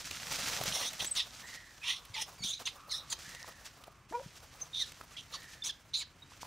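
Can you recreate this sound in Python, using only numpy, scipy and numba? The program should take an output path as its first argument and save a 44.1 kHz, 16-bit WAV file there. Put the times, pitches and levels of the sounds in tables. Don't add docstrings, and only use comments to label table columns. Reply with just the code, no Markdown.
import sys
import numpy as np
from scipy import signal
from scipy.fft import rfft, irfft, next_fast_len
from scipy.io import wavfile
from scipy.ndimage import uniform_filter1d
from numba import njit

SR = 44100
rng = np.random.default_rng(int(sys.argv[2]) if len(sys.argv) > 2 else 0)


def output_pcm(signal):
    pcm = np.clip(np.atleast_2d(signal).T, -1, 1) * 32767
    wavfile.write(sys.argv[1], SR, np.round(pcm).astype(np.int16))


def boost_factor(decibels):
    exponent = np.asarray(decibels, float) / 20
    return 10 ** exponent


N = 284886
T = np.arange(N) / SR


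def unit(x):
    return x / np.sqrt(np.mean(x ** 2))


def colour(x, points):
    hz, db = np.transpose(points)
    size = next_fast_len(N)
    f = np.maximum(np.arange(size // 2 + 1) * SR / size, 1)
    gain = boost_factor(np.interp(np.log(f), np.log(hz), db))
    return irfft(rfft(x, size) * gain, size)[..., :N]


@njit
def svf(x, hz, width):
    y, b, l = np.empty(len(x)), 0., 0.
    for i in range(len(x)):
        g, k = np.tan(np.pi * hz[i] / SR), width[i] / hz[i]
        v = (b + g * (x[i] - l)) / (1 + g * (g + k))
        b, l, y[i] = 2 * v - b, l + 2 * g * v, k * v
    return y


@njit
def grains(start, hz, cycles, size, pan):
    out = np.zeros((2, N))
    for k in range(len(start)):
        p = np.exp(2j * np.pi * hz[k] / SR - hz[k] / (cycles[k] * SR))
        z = size[k] + 0j
        for i in range(start[k], min(N, start[k] + int(6 * cycles[k] * SR / hz[k]))):
            z *= p
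            out[0, i] += z.imag * (1 + pan[k])
            out[1, i] += z.imag * (1 - pan[k])
    return out


def walk(rate):
    k = max(int(SR / rate), 1)
    held = np.repeat(rng.standard_normal(N // k + 1), k)
    return 1.122 * uniform_filter1d(uniform_filter1d(held, k), k)[:N]


def wide(side_hz):
    mid, side = rng.standard_normal((2, N))
    side = colour(side, [(500, -28), (0.6 * side_hz, -18), (side_hz, -5), (16000, -8)])
    return mid + side * np.array([[1], [-1]])


def swell(start, hold, attack, release):
    rise = np.clip((T - start) / attack, 0, 1)
    return rise * np.exp(-np.maximum(T - start - hold, 0) / release)


def between(ends, share):
    return ends[0] + (ends[1] - ends[0]) * np.clip(share, 0, 1)


def calls(tables, fade_s):
    rows = np.concatenate(tables)
    gate = sum(np.clip(np.minimum(T - t[0][0], t[-1][0] - T) / fade_s, 0, 1) for t in tables)
    return gate, [np.interp(T, rows[:, 0], column) for column in rows.T[1:]]


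def tones(tables, wobble, flutter_db, fade_s):
    gate, (hz, *levels_db) = calls(tables, fade_s)
    phase = 2 * np.pi * np.cumsum(hz * (1 + wobble * walk(300))) / SR
    partials = [boost_factor(db + flutter_db * walk(120)) * np.sin((k + 1) * phase)
                for k, db in enumerate(levels_db)]
    return gate * np.sqrt(2) * sum(partials)


def notes(rows, partials_db):
    shape = [(0, -8), (0.35, 0), (1, -6)]
    return [[(start + u * length, between((first, last), u), *(db + d + np.array(partials_db)))
             for u, d in shape]
            for start, length, db, first, last in rows]


# freq_hz, gain_db
HUSH_SPECTRUM = [(15, -34), (30, 5), (48, 3.5), (153, 0.5), (180, -6), (326, -8.5), (575, -17),
                 (1260, -11.5), (1610, -12.5), (2690, -16), (4000, -27.5), (9000, -30), (16000, -71)]


def hush():
    return unit(colour(wide(5100), HUSH_SPECTRUM)) * boost_factor(-61.5 + walk(3.134))


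def trunks(x):
    t60_s, onset_s, level_db = 0.23, 0.012, -19
    t = T[:SR // 2]
    mid, side = rng.standard_normal((2, len(t))) * boost_factor(-60 * t / t60_s) * np.clip(t / onset_s, 0, 1)
    echo = mid + 0.23 * side * np.array([[1], [-1]])
    wet = signal.fftconvolve(x, echo / np.sqrt(np.sum(mid ** 2)), axes=1)[:, :N]
    return boost_factor(level_db) * colour(wet, [(1000, 4), (5000, 7.5), (12000, -19)])


# start_s, length_s, level_db, pitch_hz
BIRD_CALLS = [(1.405, 0.37, -54, 2080), (1.93, .2, -65, 1260), (2.743, 0.53, -58.5, 1320),
              (3.237, 0.41, -56.5, 2040), (3.768, 0.26, -65.5, 1300), (4.5, 0.27, -67.5, 1270),
              (5.32, 0.39, -58.5, 1980)]


def birds():
    scoop, scoop_s, sag, width_hz = 0.16, 0.045, 0.12, 200
    hz, gain = np.full(N, 1000.), 0
    for start, length, db, pitch in BIRD_CALLS:
        since = np.maximum(T - start, 0)
        bend = 1 - scoop * np.exp(-since / scoop_s) - sag * np.minimum(since / length, 1) ** 2
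        hz = np.where(T >= start, pitch * bend, hz)
        gain = gain + boost_factor(db) * swell(start, 0.47 * length, 0.032, 0.15)

    def band(k):
        once = svf(rng.standard_normal(N), k * hz, np.full(N, k * width_hz))
        return unit(svf(once, k * hz, np.full(N, 2 * k * width_hz)))

    return gain * (band(0.95) + boost_factor(-13.5) * band(1.97))


# start_s, level_db (before a common gain), pitch_hz
PAW_THUDS = [(0.105, -49.5, 87), (0.605, -44, 127), (0.679, -40, 196), (0.719, -49, 159), (1.008, -51, 146),
             (2.1, -49, 100), (2.406, -48, 153.6), (2.423, -49, 198), (2.446, -44.5, 204),
             (3.279, -52.5, 190), (4.111, -49, 274), (4.261, -44.5, 161)]


def thuds():
    s, db, hz = np.transpose(PAW_THUDS)
    thud = grains((s * SR).astype(np.int64), hz, np.full(len(s), 1.3), boost_factor(db + 4), np.zeros(len(s)))
    return colour(thud, [(400, 2), (1500, -28)])


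# time_s, level_db, scuff_db (dull scuff relative to level)
SHUFFLE = [(0.0, -48.5, -16), (0.34, -44, -9.5), (0.5, -42, -9), (0.7, -43.5, -4.5), (1.58, -61, -6),
           (2.45, -59, -1), (2.57, -63, -22), (2.72, -59.5, -1), (2.95, -70.5, 8), (3.11, -55.5, -7),
           (3.49, -57, -3.5), (3.83, -65.5, 0.5), (4.14, -79, 1), (4.28, -61, -4.5), (5.54, -59.5, -3),
           (6.01, -71.5, -3), (6.24, -69.5, -2), (6.46, -57.5, -6)]
# start_s, hold_s, level_db, scuff_db (relative to level)
LEAF_SWEEPS = [(0.0, 0.0064, -43.5, -7), (.045, 0.011, -45.5, -15), (0.219, 0.02, -56, -17),
               (0.303, 0.27, -45.5, -8), (0.656, 0.037, -38, -10), (0.97, 0.035, -59, -15),
               (1.016, 0.0075, -41, -4), (1.153, 0.013, -44, -34), (1.233, 0.03, -75, -33),
               (1.337, 0.064, -58, -8), (1.459, 0.1, -53.5, -18), (2.59, 0.033, -52.5, -3),
               (3.186, 0.15, -59.5, -9), (3.645, 0.02, -48.5, -37), (4.084, 0.13, -60, -12),
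               (4.22, 0.04, -60.5, -15), (4.354, 0.024, -60, -21), (4.596, 0.01, -58, -18),
               (4.855, .04, -54.5, -23), (5.105, 0.035, -59, -11), (5.476, 0.059, -64, -25),
               (6.297, 0.077, -65, -2), (6.402, 0.031, -57.5, -15)]
# freq_hz, gain_db
LEAF_SPECTRUM = [(180, -3), (300, -8), (385, -22.5), (603, -11), (946, -12.5), (1320, -3), (6200, 1),
                 (11300, -12.5), (15000, -14), (16000, -78)]


def litter(count=18000):
    u = rng.random((count, 5)).T
    start, hz, cycles = (u[0] * N).astype(np.int64), 600 * 22 ** u[1], 0.23 + 0.22 * u[2]
    size = boost_factor(np.minimum(-4.2 * np.log(1 - u[3]), 20))
    crackle = grains(start, hz, cycles, size, 0.16 * (u[4] - 0.5))
    crackle = unit(colour(crackle, [(500, -7), (4000, 0), (16000, 8)]))
    leaves = unit(colour(crackle * boost_factor(-3) + wide(8000), LEAF_SPECTRUM))
    scuff = wide(7200) * boost_factor(6 * walk(60))
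    scuff = unit(colour(scuff, [(330, -4), (520, 9), (1200, 6.5), (2200, -9.5)]))
    surge_db = 2 * walk(70)
    s, db, scuff_db = np.transpose(SHUFFLE)
    stir = boost_factor(np.interp(T, s, db))
    drag = boost_factor(np.interp(T, s, db + scuff_db))
    for start, hold, db, scuff_db in LEAF_SWEEPS:
        sweep = boost_factor(db) * swell(start, hold, attack=0.014, release=0.0083)
        stir, drag = stir + sweep, drag + boost_factor(scuff_db) * sweep
    return boost_factor(surge_db) * (stir * leaves + drag * scuff)


# start_s, level_db, pitch_hz, splinters_db (relative to level), crumbling_ms
LEAF_SNAPS = [(0.11, -27.5, 2640, -1, 9.1), (0.154, -28, 6000, -5.5, 3.7), (0.323, -27.5, 7000, -0.5, 4.5),
              (0.346, -35, 1630, 2, 14), (0.386, -33, 2700, -13, 6.8), (0.613, -22, 650, -8, 5.5),
              (0.637, -25, 1470, -1, 6.4), (0.656, -30.5, 517, 4, 9.3), (0.678, -34, 2750, -15, 8),
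              (0.932, -33.5, 2320, 2, 7.8), (1.045, -23, 5960, -3, 11), (1.152, -43, 7500, 6.5, 17.5),
              (3.19, -46.5, 9000, 3, 3.4), (2.051, -39.5, 3410, -3, 11.6), (2.381, -41.5, 4670, -6.5, 12),
              (2.61, -45, 1230, -13, 8.7), (3.292, -33, 1930, -9, 9.7), (3.349, -37.5, 2000, -0.5, 3),
              (3.429, -23, 5510, -45, 6.3), (3.445, -32, 1020, -40, 4.8), (3.654, -37, 5890, -8, 9.5),
              (3.838, -44, 1260, 1.5, 7.8), (3.88, -33, 660, -37, 6.4), (4.125, -28.5, 870, -17, 8.8),
              (4.197, -32, 890, -29, 5.9), (4.92, -50, 2110, 9, 5.2), (5.012, -28.5, 1260, -13.5, 6.4),
              (5.122, -44, 1170, -19, 6.9), (5.429, -36.5, 1890, -4.5, 21), (5.539, -44, 2010, -9.5, 14),
              (6.32, -38.5, 1020, -17, 5.1), (6.431, -25.5, 970, -37, 4.8), (6.451, -36, 991, -22, 9.1)]


def snaps():
    s, db, hz, splinters_db, crumble_ms = np.transpose(LEAF_SNAPS)
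    u = rng.random((len(s), 24, 3))
    ring = grains((s * SR).astype(np.int64), hz, np.full(len(s), 1.8), boost_factor(db - 5.5), np.zeros(len(s)))
    delay = crumble_ms[:, None] / 1000 * u[..., 0] ** 1.1
    start = ((s[:, None] + delay) * SR).astype(np.int64).ravel()
    size = boost_factor(db + splinters_db + 1.5)[:, None] * (0.26 + u[..., 1]) * (1.2 - u[..., 0])
    splinter_hz = 2200 * 7 ** u[..., 2].ravel()
    splinters = grains(start, splinter_hz, np.full(start.size, 1.2), size.ravel(), np.zeros(start.size))
    return ring + splinters


# time_s, pitch_hz, level_db, dulling_db (added per overtone)
WHINE_COURSE = [(4.111, 290, -56.5, -12), (4.128, 343, -50.5, 4.5), (4.135, 460, -46, -0.5),
                (4.153, 479, -39.5, 0.5), (4.173, 481, -46.5, -1.5), (4.19, 500, -42.5, -35),
                (4.218, 573, -49, -27)]
WHINE_PARTIALS = (-1, 3, -12, -24, -18)


def whine():
    s, hz, db, dulling_db = np.transpose(WHINE_COURSE)
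    partials = [db + p + k * dulling_db for k, p in enumerate(WHINE_PARTIALS)]
    return tones([np.transpose([s, hz, *partials])], wobble=0.0048, flutter_db=2.3, fade_s=0.0025)


# start_s, length_s, level_db, first_hz, last_hz
REEDY_WHISTLES = [(2.14, 0.0165, -50, 2480, 2290), (2.385, 0.035, -56.5, 2380, 2180),
                  (2.416, .034, -45.5, 2180, 2408), (2.904, 0.0118, -56, 2080, 2233),
                  (2.913, .02, -38, 2300, 1707), (2.934, 0.0233, -42, 1655, 1940),
                  (2.959, 0.018, -53, 1920, 1748), (4.795, 0.052, -42, 2180, 1665),
                  (5.69, 0.019, -38.5, 1780, 1616)]


def whistles():
    rows = notes(REEDY_WHISTLES, partials_db=(-9.5, 3, -4, -14, -35.5))
    return tones(rows, wobble=0.013, flutter_db=3, fade_s=0.003)


# start_s, length_s, level_db, first_hz, last_hz
NOSTRIL_SQUEAKS = [(1.06, 0.031, -35.5, 7600, 8100), (1.109, .022, -32.5, 7950, 8190),
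                   (1.132, 0.016, -51, 8000, 8230), (1.148, .014, -46, 6500, 8500),
                   (1.165, 0.046, -43.5, 2200, 1890), (1.44, 0.046, -61, 7500, 7700),
                   (1.815, 0.1, -46, 2480, 3066), (2.16, 0.069, -48.5, 894, 850),
                   (2.455, 0.039, -45, 2910, 3630), (2.52, 0.034, -49, 6150, 5200),
                   (2.654, 0.0124, -37, 6340, 6030), (3.1, 0.0092, -53, 6800, 7300),
                   (4.611, .025, -40, 6500, 5840), (4.732, .053, -38.5, 3840, 3395),
                   (5.155, .035, -58, 1905, 2560), (5.335, 0.028, -47.5, 1277, 1000),
                   (5.621, .014, -34.5, 3503, 3510), (5.638, .025, -36, 4810, 6400),
                   (5.664, .025, -36, 6670, 5320), (5.94, 0.036, -55, 1950, 3050),
                   (5.99, 0.048, -54.5, 3050, 1570), (6.22, 0.021, -49, 3760, 3810)]


def squeaks():
    rows = notes(NOSTRIL_SQUEAKS, partials_db=(-0.5,))
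    return tones(rows, wobble=0.02, flutter_db=5, fade_s=0.002)


# time_s, level_db, nose_hz, upper_hz, opening (nostril, 0-1), effort (0-1)
SNORT_COURSES = [
    [(0.72, -39, 3380, 5760, 0.6, 0.4), (0.738, -39, 3800, 5560, 0.72, 0.85),
     (0.836, -39, 3200, 5700, 0.98, 0.77), (0.846, -35, 3450, 5500, 0.82, 0.67),
     (0.888, -42.5, 3700, 6120, 0.2, 0.84), (0.9, -54, 3580, 6040, 0.6, 0.55)],
    [(0.99, -53, 3410, 5770, 0.6, 0.8), (1.006, -29.5, 3370, 5700, 0.52, 0.46),
     (1.032, -47, 3700, 5760, 0.4, 0.85), (1.07, -52, 3800, 6760, 0.9, 1)],
    [(1.147, -59, 3660, 6990, 0.7, 0.55), (1.151, -50, 3800, 6820, 0.9, 0.73),
     (1.177, -30.5, 3730, 5070, 0.62, 0.69), (1.209, -31.5, 3540, 4900, 0.66, 0.3),
     (1.235, -54, 3650, 5240, 0.6, 0.8)],
    [(1.82, -72, 2900, 5410, 0.4, 0.6), (1.834, -48, 2990, 5200, 1, 0.64),
     (1.898, -29.5, 3340, 5230, 0.76, 0.56), (2.0, -57, 3730, 5600, 0.6, 0.66)],
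    [(2.135, -62, 3600, 5560, 0.6, 0.55), (2.149, -40, 3570, 5540, 0.84, 0.5),
     (2.187, -40, 3100, 5130, 0.87, 0.6), (2.223, -39.5, 3360, 5600, 0.65, 0.9),
     (2.255, -63, 3440, 5460, 0.5, 0.76)],
    [(2.43, -61, 3690, 5400, 0.6, 0.55), (2.438, -39, 3560, 5570, 0.5, 0.72),
     (2.504, -39, 3610, 6720, 0.27, 0.72), (2.542, -39, 3800, 6200, 0.07, 0.43),
     (2.59, -57.5, 3740, 6800, 0.5, 0.6)],
    [(2.652, -50, 3480, 6110, 0.6, 0.55), (2.658, -41, 3550, 6110, 0.57, 0.75),
     (2.676, -33, 3400, 6150, 0.86, 0.5), (2.71, -58, 3500, 6040, 0.9, 0.8)],
    [(2.89, -53, 4340, 5280, 0.7, 0), (2.912, -36.5, 4270, 4900, 0.16, 0.56),
     (2.982, -44.5, 3800, 5670, 0.1, 0.72), (3.03, -59, 3700, 5460, 0.3, 0)],
    [(3.095, -66, 4100, 7130, 0.55, 0.55), (3.103, -45.5, 4430, 7300, 0.65, 1),
     (3.131, -37, 4200, 6290, 0.89, 0.77), (3.15, -63, 3950, 5720, 0.2, 0.9)],
    [(4.73, -80, 3790, 5850, 1, 0.4), (4.744, -42, 3730, 5910, 0.2, 0.45),
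     (4.824, -36, 3820, 5910, 0.24, 0.57), (4.858, -58, 3690, 5520, 0.76, 0.5),
     (4.865, -45, 3620, 5450, 0.6, 0.3)],
    [(5.165, -50, 3320, 5620, 0.5, 0.55), (5.173, -43.5, 3280, 5630, 0.5, 0.44),
     (5.193, -46, 3180, 6000, 0.44, 0.44), (5.215, -56, 3330, 6100, 0.6, 0.8)],
    [(5.32, -55, 3605, 5700, 0.7, 0.55), (5.342, -40.5, 3830, 5360, 0.88, 0.43),
     (5.36, -41.5, 3830, 5450, 0.98, 0.6), (5.375, -59, 3800, 5640, 0.6, 0.3)],
    [(5.634, -48.5, 3620, 6200, 0.76, 0.82), (5.666, -41, 3520, 6280, 0.76, 0.9),
     (5.702, -46.5, 3620, 6350, 0.65, 0.65), (5.715, -46, 3400, 6090, 0.6, 0.55)],
    [(5.932, -60, 4020, 5760, 0.54, 0.55), (5.94, -27, 3940, 5900, 0.12, 0.2),
     (5.982, -39, 3980, 6800, 0.37, 0.64), (5.996, -45, 4010, 7350, 0.45, 0.81),
     (6.026, -40, 4040, 6320, 0.72, 0.5), (6.05, -65, 4100, 5750, 0.8, 0.55)],
]
SIDE_PASSAGES = (0.619, .8, 1.22, 1.45, 1.7, 2.2, 2.65)


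def snorts():
    gate, (db, hz, upper_hz, opening, effort) = calls(SNORT_COURSES, fade_s=0.004)
    upper_gain, hiss_gain = boost_factor(between((-27.5, 6.5), effort)), boost_factor(between((-35, 3), effort))
    throat_gain, side_gain = boost_factor(between((-46.5, -7.5), opening)), boost_factor(between((-21, -5.5), opening))
    air = wide(9000) * boost_factor(1.5 * walk(140))
    width = 200 * 12 ** np.clip(opening, 0, 1)
    upper_width = 0.63 * width + 300
    hz = hz * (1 + 0.025 * walk(60))
    sides = [(r * hz * (1 + 0.04 * walk(25)), boost_factor(-4.5 * r + 5 * walk(45))) for r in SIDE_PASSAGES]
    narrow, broad = np.full(N, 220.), np.full(N, 3000.)
    out = []
    for ear in air:
        streaks = unit(sum(g * svf(svf(ear, f, narrow), f, 2 * narrow) for f, g in sides))
        nose = svf(svf(svf(ear, hz, width), hz, 3.8 * width), 1.09 * hz, hz)
        nose = unit(nose / np.sqrt(width))
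        upper = svf(svf(ear, upper_hz, upper_width), upper_hz, broad)
        upper = unit(upper / np.sqrt(1.5 * width + 300))
        hiss = unit(colour(ear, [(6000, 3), (9000, 18), (12000, 5.5), (16000, -0.5)]))
        throat = unit(colour(ear, [(600, -26), (950, 5), (1500, 2), (2100, 7.5), (2800, -64)]))
        out.append(nose + upper_gain * upper + hiss_gain * hiss + throat_gain * throat
                   + side_gain * streaks)
    return np.array(out) * gate * boost_factor(db)


def scene():
    near = snorts() + squeaks() + whistles() + whine() + litter() + snaps() + thuds()
    return hush() + birds() + trunks(near) + near


def roll_off(x):
    return signal.sosfilt(signal.butter(12, 16440, fs=SR, output="sos"), x)


# freq_hz, difference_db
PORT_LEAN = [(60, 3.5), (110, 1.5), (200, 2), (380, 3), (700, 0), (1290, -0.5), (2380, -3.5), (4400, -2),
             (8120, 0), (15000, 0.5)]
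# freq_hz, gain_db
PORT_RESPONSE = [(25, -12), (50, 0), (15700, 0), (16000, -40)]


def record(dry):
    lean = np.array(PORT_LEAN)
    ports = np.array([colour(dry[0], lean * [1, 0.5]), colour(dry[1], lean * [1, -0.5])])
    mix = colour(ports, PORT_RESPONSE)
    return roll_off(mix)


dry = scene()
out = record(dry)
output_pcm(out)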